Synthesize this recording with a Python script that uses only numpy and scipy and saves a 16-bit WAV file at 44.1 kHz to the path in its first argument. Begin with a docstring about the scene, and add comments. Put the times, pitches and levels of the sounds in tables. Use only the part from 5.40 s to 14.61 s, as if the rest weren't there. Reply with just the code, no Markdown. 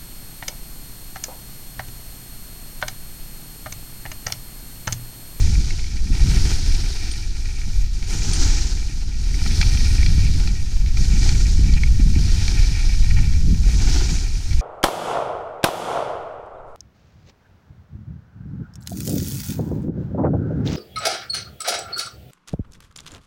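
"""Skis carve linked turns down a slope of packed snow, heard from a camera the skier carries.
Crystals shear under them: the bases hiss, and the edges scrape and throw spray in each turn.
The skis chatter on ribbed snow and clack over hard lumps; twice, grazed metal ticks.
Underneath, the headwind rumbles and buffets at the microphone."""
import sys
import numpy as np
from scipy import signal
from scipy.fft import rfft, irfft
from scipy.io import wavfile
from scipy.ndimage import uniform_filter1d

SR = 44100
rng = np.random.default_rng(int(sys.argv[2]) if len(sys.argv) > 2 else 0)


def materialize(psi):
    """Save the field psi as 16-bit PCM at rate SR to the path in sys.argv[1].

    A 1-D psi becomes a single channel; in a 2-D psi each row is a channel.
    """
    bounded = np.clip(np.atleast_2d(psi).T, -1, 1)
    quanta = np.round(bounded * 32767).astype(np.int16)
    wavfile.write(sys.argv[1], SR, quanta)


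N = 406161
TIME = np.arange(N) / SR


def gain_of(db):
    """Decibels to amplitude."""
    return 10 ** (np.asarray(db) / 20)


def unit_rms(x):
    """Scales to rms 1."""
    return x / np.sqrt(np.mean(x ** 2) + 1e-20)


def eq_gain(curve, hz):
    """Gain of an EQ curve, its dB points joined on a log-frequency axis."""
    points_hz, db = np.transpose(curve)
    return gain_of(np.interp(np.log(hz + 1), np.log(points_hz + 1), db))


def coloured(x, curve, size=4096):
    """Minimum-phase EQ; the result has rms 1."""
    log_gain = np.log(eq_gain(curve, abs(np.fft.fftfreq(size, 1 / SR))))
    impulse = np.fft.ifft(np.exp(np.conj(signal.hilbert(log_gain)))).real
    return unit_rms(signal.fftconvolve(x, impulse[:size // 2])[:len(x)])


def resonance(x, hz, width):
    """One resonant band, its width in Hz."""
    return signal.lfilter(*signal.iirpeak(hz, hz / width, SR), x)


def add(mix, start_s, sound):
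    """Mixes a sound in at a given time."""
    part = mix[max(round(start_s * SR), 0):][:len(sound)]
    part += sound[:len(part)]


def ease(u):
    """A smooth fade from 0 to 1."""
    return np.sin(np.pi / 2 * np.clip(u, 0, 1)) ** 2


def hump(centre_s, length_s):
    """A smooth swell from 0 to 1 and back."""
    return ease(1 - 2 * abs(TIME - centre_s) / length_s)


def swells(table):
    """One dB envelope from rows of time, length and height."""
    return sum(db * hump(s, length) for s, length, db in table)


def wander(rate_hz):
    """Smooth random modulation, rms 1, moving up to the given rate."""
    hz = np.fft.rfftfreq(N, 1 / SR)
    return unit_rms(irfft(rfft(rng.standard_normal(N)) / (1 + (hz / rate_hz) ** 4), N))


def grains(per_s, spread_db):
    """Snow crystals breaking: random clicks of uneven size."""
    size = gain_of(spread_db * np.minimum(rng.exponential(1, N), 5))
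    return size * rng.standard_normal(N) * (rng.random(N) < per_s / SR)


def turbulence(curve, steady_s):
    """Low random pressure, its level evened out over the given time."""
    noise = irfft(rfft(rng.standard_normal(N)) * eq_gain(curve, np.fft.rfftfreq(N, 1 / SR)), N)
    return noise / np.sqrt(uniform_filter1d(noise ** 2, int(steady_s * SR)) + 1e-20)


# Headwind envelope: (time [s], strength [dB])
HEADWIND = [(0, 1.5), (0.16, -6.5), (0.42, -13), (0.85, -1.5), (1.6, -13.5), (2.65, -13), (3.07, -5.5),
            (3.55, -14), (4.2, -4), (4.8, 0), (5.3, -11), (5.6, -2.5), (6.65, -0.5), (7.45, -8.5),
            (7.8, -3), (8.5, -3), (8.97, -12), (9.21, -9)]
# Layer levels at 0 dB of headwind: (sway [dB], rumble [dB], eddies [dB])
WIND_BALANCE = [-12, -14.5, -26.5]
# Rise per dB of headwind: (sway [dB/dB], rumble [dB/dB], eddies [dB/dB])
WIND_TRACKING = [0.71, 1.113, 1.2]
# Short gusts: (crest [s], length [s], lift [dB], fineness [0 = deep sway, 1 = fine flutter])
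GUSTS = [(0.158, 0.19, 8, 0.77), (0.878, 0.62, 5, 1.1), (1.343, 0.17, 9, 0), (2.407, 0.37, 8, 0.055),
         (2.808, 0.44, 8.5, 1.03), (3.057, .2, 7, 0), (5.4, .3, 5, 0.08), (6.72, 0.08, 5.5, 0.68),
         (7.193, 0.13, 9, 0.031), (7.56, 0.52, 5.5, 0), (7.747, 0.33, 4.5, 0.35), (8.126, 0.34, 6.5, .9),
         (8.727, 0.31, 3, 0.91), (9.155, .18, 11.5, 0.38)]


def wind_levels():
    """Gains of sway, rumble and eddies: all ride the headwind; a gust lifts those near its own size."""
    strength_db = np.interp(TIME, *np.transpose(HEADWIND))
    db = np.c_[WIND_BALANCE] + np.c_[WIND_TRACKING] * strength_db
    layer_fineness = np.c_[[0, 0.5, 1]]
    for s, length, lift_db, fineness in GUSTS:
        share = np.maximum(1 - 2 * (layer_fineness - fineness) ** 2, 0) ** 2
        db = db + lift_db * share * hump(s, length)
    return gain_of(db)


# EQ of the sub-bass sway, bass rumble and fluttering eddies: (frequency [Hz], level [dB])
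SWAY_EQ = [(3, -6), (12, -3), (24, -1), (34, -0.5), (44, -8), (60, -17.5), (120, -53), (300, -75.5)]
RUMBLE_EQ = [(25, -19.5), (42, -5), (55, 2.5), (70, -3.5), (86, -5), (110, -12.5), (150, -22.5),
             (230, -31.5), (500, -76.5)]
EDDY_EQ = [(60, -15.5), (115, 2), (155, 2.5), (230, -7.5), (320, -18.5), (420, -22), (560, -38), (900, -63)]
# Single eddies thumping the microphone: (time [s], level [dB])
THUMPS = [(0.702, -16.5), (4.779, -18.5), (6.192, -12.5), (6.293, -17), (6.597, -10), (6.668, -20),
          (6.708, -21), (6.762, -9.5), (6.772, -18), (8.084, -14)]


def wind(thump_hz=190, ceiling=0.64):
    """Large eddies sway and rumble; small ones come in puffs and ride on the crests of the large."""
    sway, rumble, eddies = wind_levels()
    large = turbulence(SWAY_EQ, steady_s=0.194)
    middle = turbulence(RUMBLE_EQ, steady_s=0.113)
    small = turbulence(EDDY_EQ, steady_s=0.092)
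    puffs = gain_of(2.9 * wander(rate_hz=13) + 3.05 * large)
    out = sway * large + rumble * middle + eddies * unit_rms(small * puffs)
    t = np.arange(-600, 600) / SR
    u = (np.pi * thump_hz * (t - 0.002)) ** 2
    thump = (1 - 2 * u) * np.exp(-u)  # one pressure crest between two troughs
    for s, db in THUMPS:
        add(out, s + t[0], gain_of(db) * thump)
    return out / (1 + (out / ceiling) ** 4) ** (1 / 4)  # the strongest gusts soft-clip


# Sharp metallic ticks: (time [s], pitch [Hz], level [dB], 60 dB decay [s])
TICKS = [(1.714, 8750, -30.5, 0.053), (2.933, 8850, -24.5, 0.1)]
# EQ of a bright, hard contact, shared with the clacks: (frequency [Hz], level [dB])
CRACK_EQ = [(2000, -19), (3200, 11), (3900, 2), (4400, 13), (5100, 10), (5900, 5), (7000, 0), (9500, -20),
            (15000, -35)]


def ticks(size=8192):
    """A small piece of metal is grazed: a brief scratch sets one high mode ringing."""
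    out, t = np.zeros(N), np.arange(size) / SR
    for s, hz, db, t60 in TICKS:
        scratch = rng.standard_normal(size) * np.exp(-t / 0.0044)
        mode = np.sin(2 * np.pi * hz * t) * gain_of(-60 * t / t60)
        ring = signal.fftconvolve(scratch, mode)[:size]
        attack = gain_of(-16.5) * coloured(scratch, CRACK_EQ)
        add(out, s, gain_of(db) * (ring / abs(ring).max() + attack))
    return out


def light_taps(per_s=3.4, db=-35, crack_db=-2.5, thud_db=-17):
    """Lighter slaps at random moments, as rows like those of CLACKS."""
    times = rng.uniform(0, N / SR, round(per_s * N / SR))
    return [(s, db, crack_db, thud_db) for s in times]


# Skis slapping hard lumps: (time [s], level [dB], bright crack trim [dB], hollow thud trim [dB])
CLACKS = [(0.152, -30.5, -11, -13), (0.306, -26.5, -8, -15), (1.46, -32, -9, -10), (1.967, -35, -6, -11),
          (2.215, -34, -13, -16), (2.82, -29, -8, -18), (3.942, -32, -6, -16), (4.016, -29.5, -12, -7),
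          (4.061, -26, -10, -4), (4.213, -15.5, -3, -14), (4.227, -19.5, -13, -10), (4.372, -25.5, -6, -19),
          (4.63, -25.5, -5, -22), (4.662, -22, -3, -19), (5.074, -29.5, -1.5, -8), (5.571, -29.5, -1, -8),
          (5.891, -24, 1.5, -7.5), (6.337, -34.5, 6, -16), (6.434, -19, -12, -21), (7.08, -24.5, 0.5, -10),
          (7.708, -26.5, -20, -19), (7.787, -27, -12, -6), (7.87, -34, -3, -11), (8.473, -33, -7, 2),
          (9.129, -35, 0.5, -27)]
# Ring of a slapped ski: (frequency [Hz], width [Hz], level [dB])
SLAP_MODES = [(856, 230, 0), (1414, 200, 0), (2040, 400, -3.5), (2363, 145, -3), (4320, 135, -5.5),
              (6030, 360, -6)]
# EQ of the rattle's midrange body: (frequency [Hz], level [dB])
RATTLE_EQ = [(400, -55), (800, -12), (1400, 3), (1650, 3), (2050, 8), (2320, 14), (2750, 6), (3600, -36),
             (7000, -77)]


def clacks(size=4096):
    """Each slap swells into a short ring; loose contacts rattle and buzz on as the ski settles."""
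    out, t = np.zeros(N), np.arange(size) / SR
    settling = np.exp(-(t / 0.004) ** 2) + 0.3 * np.exp(-t / 0.018)
    for s, db, crack_db, thud_db in CLACKS + light_taps():
        ring = np.zeros(size)
        for hz, width, mode_db in SLAP_MODES:
            strength = gain_of(mode_db + crack_db * (hz > 3000) + thud_db * (hz < 1700))
            detuned_hz = hz * rng.uniform(0.93, 1.02)
            u = np.pi * width * t
            ring += strength * u * np.exp(1 - u) * np.sin(2 * np.pi * (detuned_hz * t + rng.random()))
        contacts = rng.standard_normal(size) * settling
        rattle = coloured(contacts, RATTLE_EQ) + gain_of(crack_db + 8) * coloured(contacts, CRACK_EQ)
        add(out, s, gain_of(db) * (ring + gain_of(-23) * rattle))
    return out


# Bending modes of ski and binding: (frequency [Hz], width [Hz], level [dB])
SKI_MODES = [(855, 100, -5), (1425, 99, -7), (1886, 60, 2.5), (2320, 127, 5.5), (2410, 100, -6.5)]
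# Ribbed patches that shake the skis harder: (centre [s], length [s], lift [dB])
RIBBED_PATCHES = [(2.05, 0.7, 4), (6.38, 0.33, 9.5), (6.96, 0.17, 2), (7.78, 0.31, 7)]


def chatter(shake):
    """Clumps of tiny blows from the ribbed snow keep the skis ringing."""
    blows = grains(per_s=1400, spread_db=-0.5) * gain_of(6.9 * np.tanh(wander(rate_hz=20.4)))
    ring = sum(gain_of(db) * resonance(blows, hz, width) for hz, width, db in SKI_MODES)
    band = signal.butter(2, [650, 3200], "band", fs=SR, output="sos")
    return shake * gain_of(swells(RIBBED_PATCHES)) * unit_rms(signal.sosfilt(band, ring))


# Sudden accents from an edge: (time [s], glide [dB], skid [dB], scrape [dB], spray [dB])
EDGE_BITES = [(0.87, -39, -50, -46, -55), (1.05, -36.5, -40, -41, -66), (2.67, -39, -38, -45, -50.5),
              (2.97, -34, -50, -45.5, -64), (4.46, -45, -46, -52, -52.5), (4.96, -50, -48, -46.5, -69),
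              (5.56, -37, -42.5, -48.5, -56), (5.8, -36, -48, -42.5, -63), (8.26, -45, -44, -51, -56),
              (8.48, -32.5, -46, -39, -58), (8.68, -43, -36.5, -54, -58)]


def edge_bites(rise_s=0.044):
    """Gains of glide, skid, scrape and spray as an edge digs in: fast attack, slower release."""
    out = np.zeros((4, N))
    for s, *layers_db in EDGE_BITES:
        u = np.maximum(TIME - s, 0) / rise_s
        out += gain_of(np.c_[layers_db]) * (u * np.exp(1 - u))
    return out


# Starting mix on flat skis: (glide [dB], skid [dB], scrape [dB], spray [dB], chatter [dB])
FLAT_SKIS = [-45, -49, -55.5, -62, -50]
# Short skids alternating with long carves: (start [s], attack [s], hold [s], release [s],
# glide [dB], skid [dB], scrape [dB], spray [dB], chatter [dB])
TURNS = [(-0.4, 0.19, 0.16, 1, -36, -36.5, -45.5, -52, -48),
         (0.566, 0.41, 0.63, 0.56, -34.5, -40.5, -43, -50.5, -44),
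         (2.576, .42, 0.11, 0.47, -33, -32.5, -41, -61, -43),
         (3.757, 0.46, 0.74, 0.25, -34, -43.5, -44.5, -51.5, -41.5),
         (5.478, 0.39, .04, 0.88, -37.5, -37.3, -48.5, -58, -45.5),
         (6.487, 0.56, 0.35, 0.77, -35.5, -44, -47, -56, -41),
         (8.114, 0.43, 0.093, 0.41, -35.5, -37, -41.5, -64, -44)]
# Fade once the edge is set, for each of those five layers: (rate [dB/s])
EDGE_SAG = [6.4, 14.6, 10.7, 11, 4.7]
# The skier rises and the skis go light: (centre [s], length [s], base dip [dB])
LULLS = [(1.22, .14, 2), (1.91, 0.095, 3), (2.48, 0.14, 6.5), (3.704, 0.27, 3.5), (5.48, 0.36, 3),
         (8.08, 0.34, 1.5)]
# How far each of the five layers ducks in a lull: (depth [times the base dip])
LULL_DEPTHS = [0.47, 1.1, 0.61, 1.7, 0.74]


def ski_levels(speed_db_per_s=0.33):
    """Gains of the five ski layers: each turn loads the edges, holds while sagging, and lets go."""
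    power = gain_of(np.c_[FLAT_SKIS] + speed_db_per_s * TIME) ** 2  # louder as the skier gathers speed
    for start, attack, hold, release, *layers_db in TURNS:
        held_s = TIME - start - attack
        load = ease(1 + held_s / attack) * ease(1 - (held_s - hold) / release)
        sag_db = np.c_[EDGE_SAG] * np.maximum(held_s, 0)
        power = power + (load * gain_of(np.c_[layers_db] - sag_db)) ** 2
    return np.sqrt(power) * gain_of(-np.c_[LULL_DEPTHS] * swells(LULLS))


# EQ of the glide's hiss, skid's rush, gritty scrape and airy spray: (frequency [Hz], level [dB])
GLIDE_EQ = [(500, -24), (1200, -28), (1600, -10.5), (2700, -9.5), (3400, -6), (4200, 1), (5000, 2.5),
            (5700, 2), (6600, -6), (8000, -16.5), (9200, -20), (11000, -27), (16000, -74)]
SKID_EQ = [(2500, -28), (4800, -10.5), (5700, 4), (6400, 5.5), (7100, 2.5), (8100, -6), (9100, -11.5),
           (10300, -27), (12000, -32), (16000, -47)]
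SCRAPE_EQ = [(120, -12.5), (280, 14.5), (400, 8), (520, 1), (780, 2.5), (1100, -3), (1480, 1.5), (1700, -3),
             (2600, -4), (3200, -3.5), (5500, -23.5)]
SPRAY_EQ = [(5000, -17), (8000, 8.5), (9300, 10.5), (10400, 2), (11500, -3.5), (12400, -0.5), (14000, -4),
            (15300, -12)]


def carving(glide, skid, scrape, spray):
    """Crystals shear under base and edge; uneven snow makes the layers flutter, partly together."""
    glide, skid, scrape, spray = np.hypot([glide, skid, scrape, spray], edge_bites())
    lumps = wander(rate_hz=29)
    hiss = grains(per_s=16000, spread_db=0.5) * gain_of(lumps)
    rush = grains(per_s=16000, spread_db=2.5) * gain_of(0.5 * lumps + 0.5 * wander(rate_hz=31))
    grit = grains(per_s=6000, spread_db=2.0) * gain_of(0.5 * lumps + 1.45 * wander(rate_hz=32))
    powder = grains(per_s=17000, spread_db=2.5) * gain_of(0.3 * lumps)
    return (gain_of(1.5) * glide * coloured(hiss, GLIDE_EQ)
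            + gain_of(0.67) * skid * coloured(rush, SKID_EQ)
            + gain_of(6.5) * scrape * coloured(grit, SCRAPE_EQ)
            + gain_of(6.0) * spray * coloured(powder, SPRAY_EQ))


def scene():
    """The skis over a bed of wind, in mono."""
    glide, skid, scrape, spray, shake = ski_levels()
    return (wind() + carving(glide, skid, scrape, spray) + chatter(shake) + ticks() + clacks())[None]


# Hollows in the tone of the camera housing: (frequency [Hz], width [Hz])
HOUSING_NOTCHES = [(565, 202), (1115, 158)]


def record(dry, notch_depth=0.79, cutoff_hz=15250):
    """The housing scoops out two narrow bands; the camera's band limit cuts the top end."""
    for hz, width in HOUSING_NOTCHES:
        dry = dry - notch_depth * resonance(dry, hz, width)
    lowpass = signal.firwin(511, cutoff_hz, window=("kaiser", 9), fs=SR)
    return signal.oaconvolve(dry, lowpass[None], "same")


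dry = scene()
out = record(dry)
materialize(out)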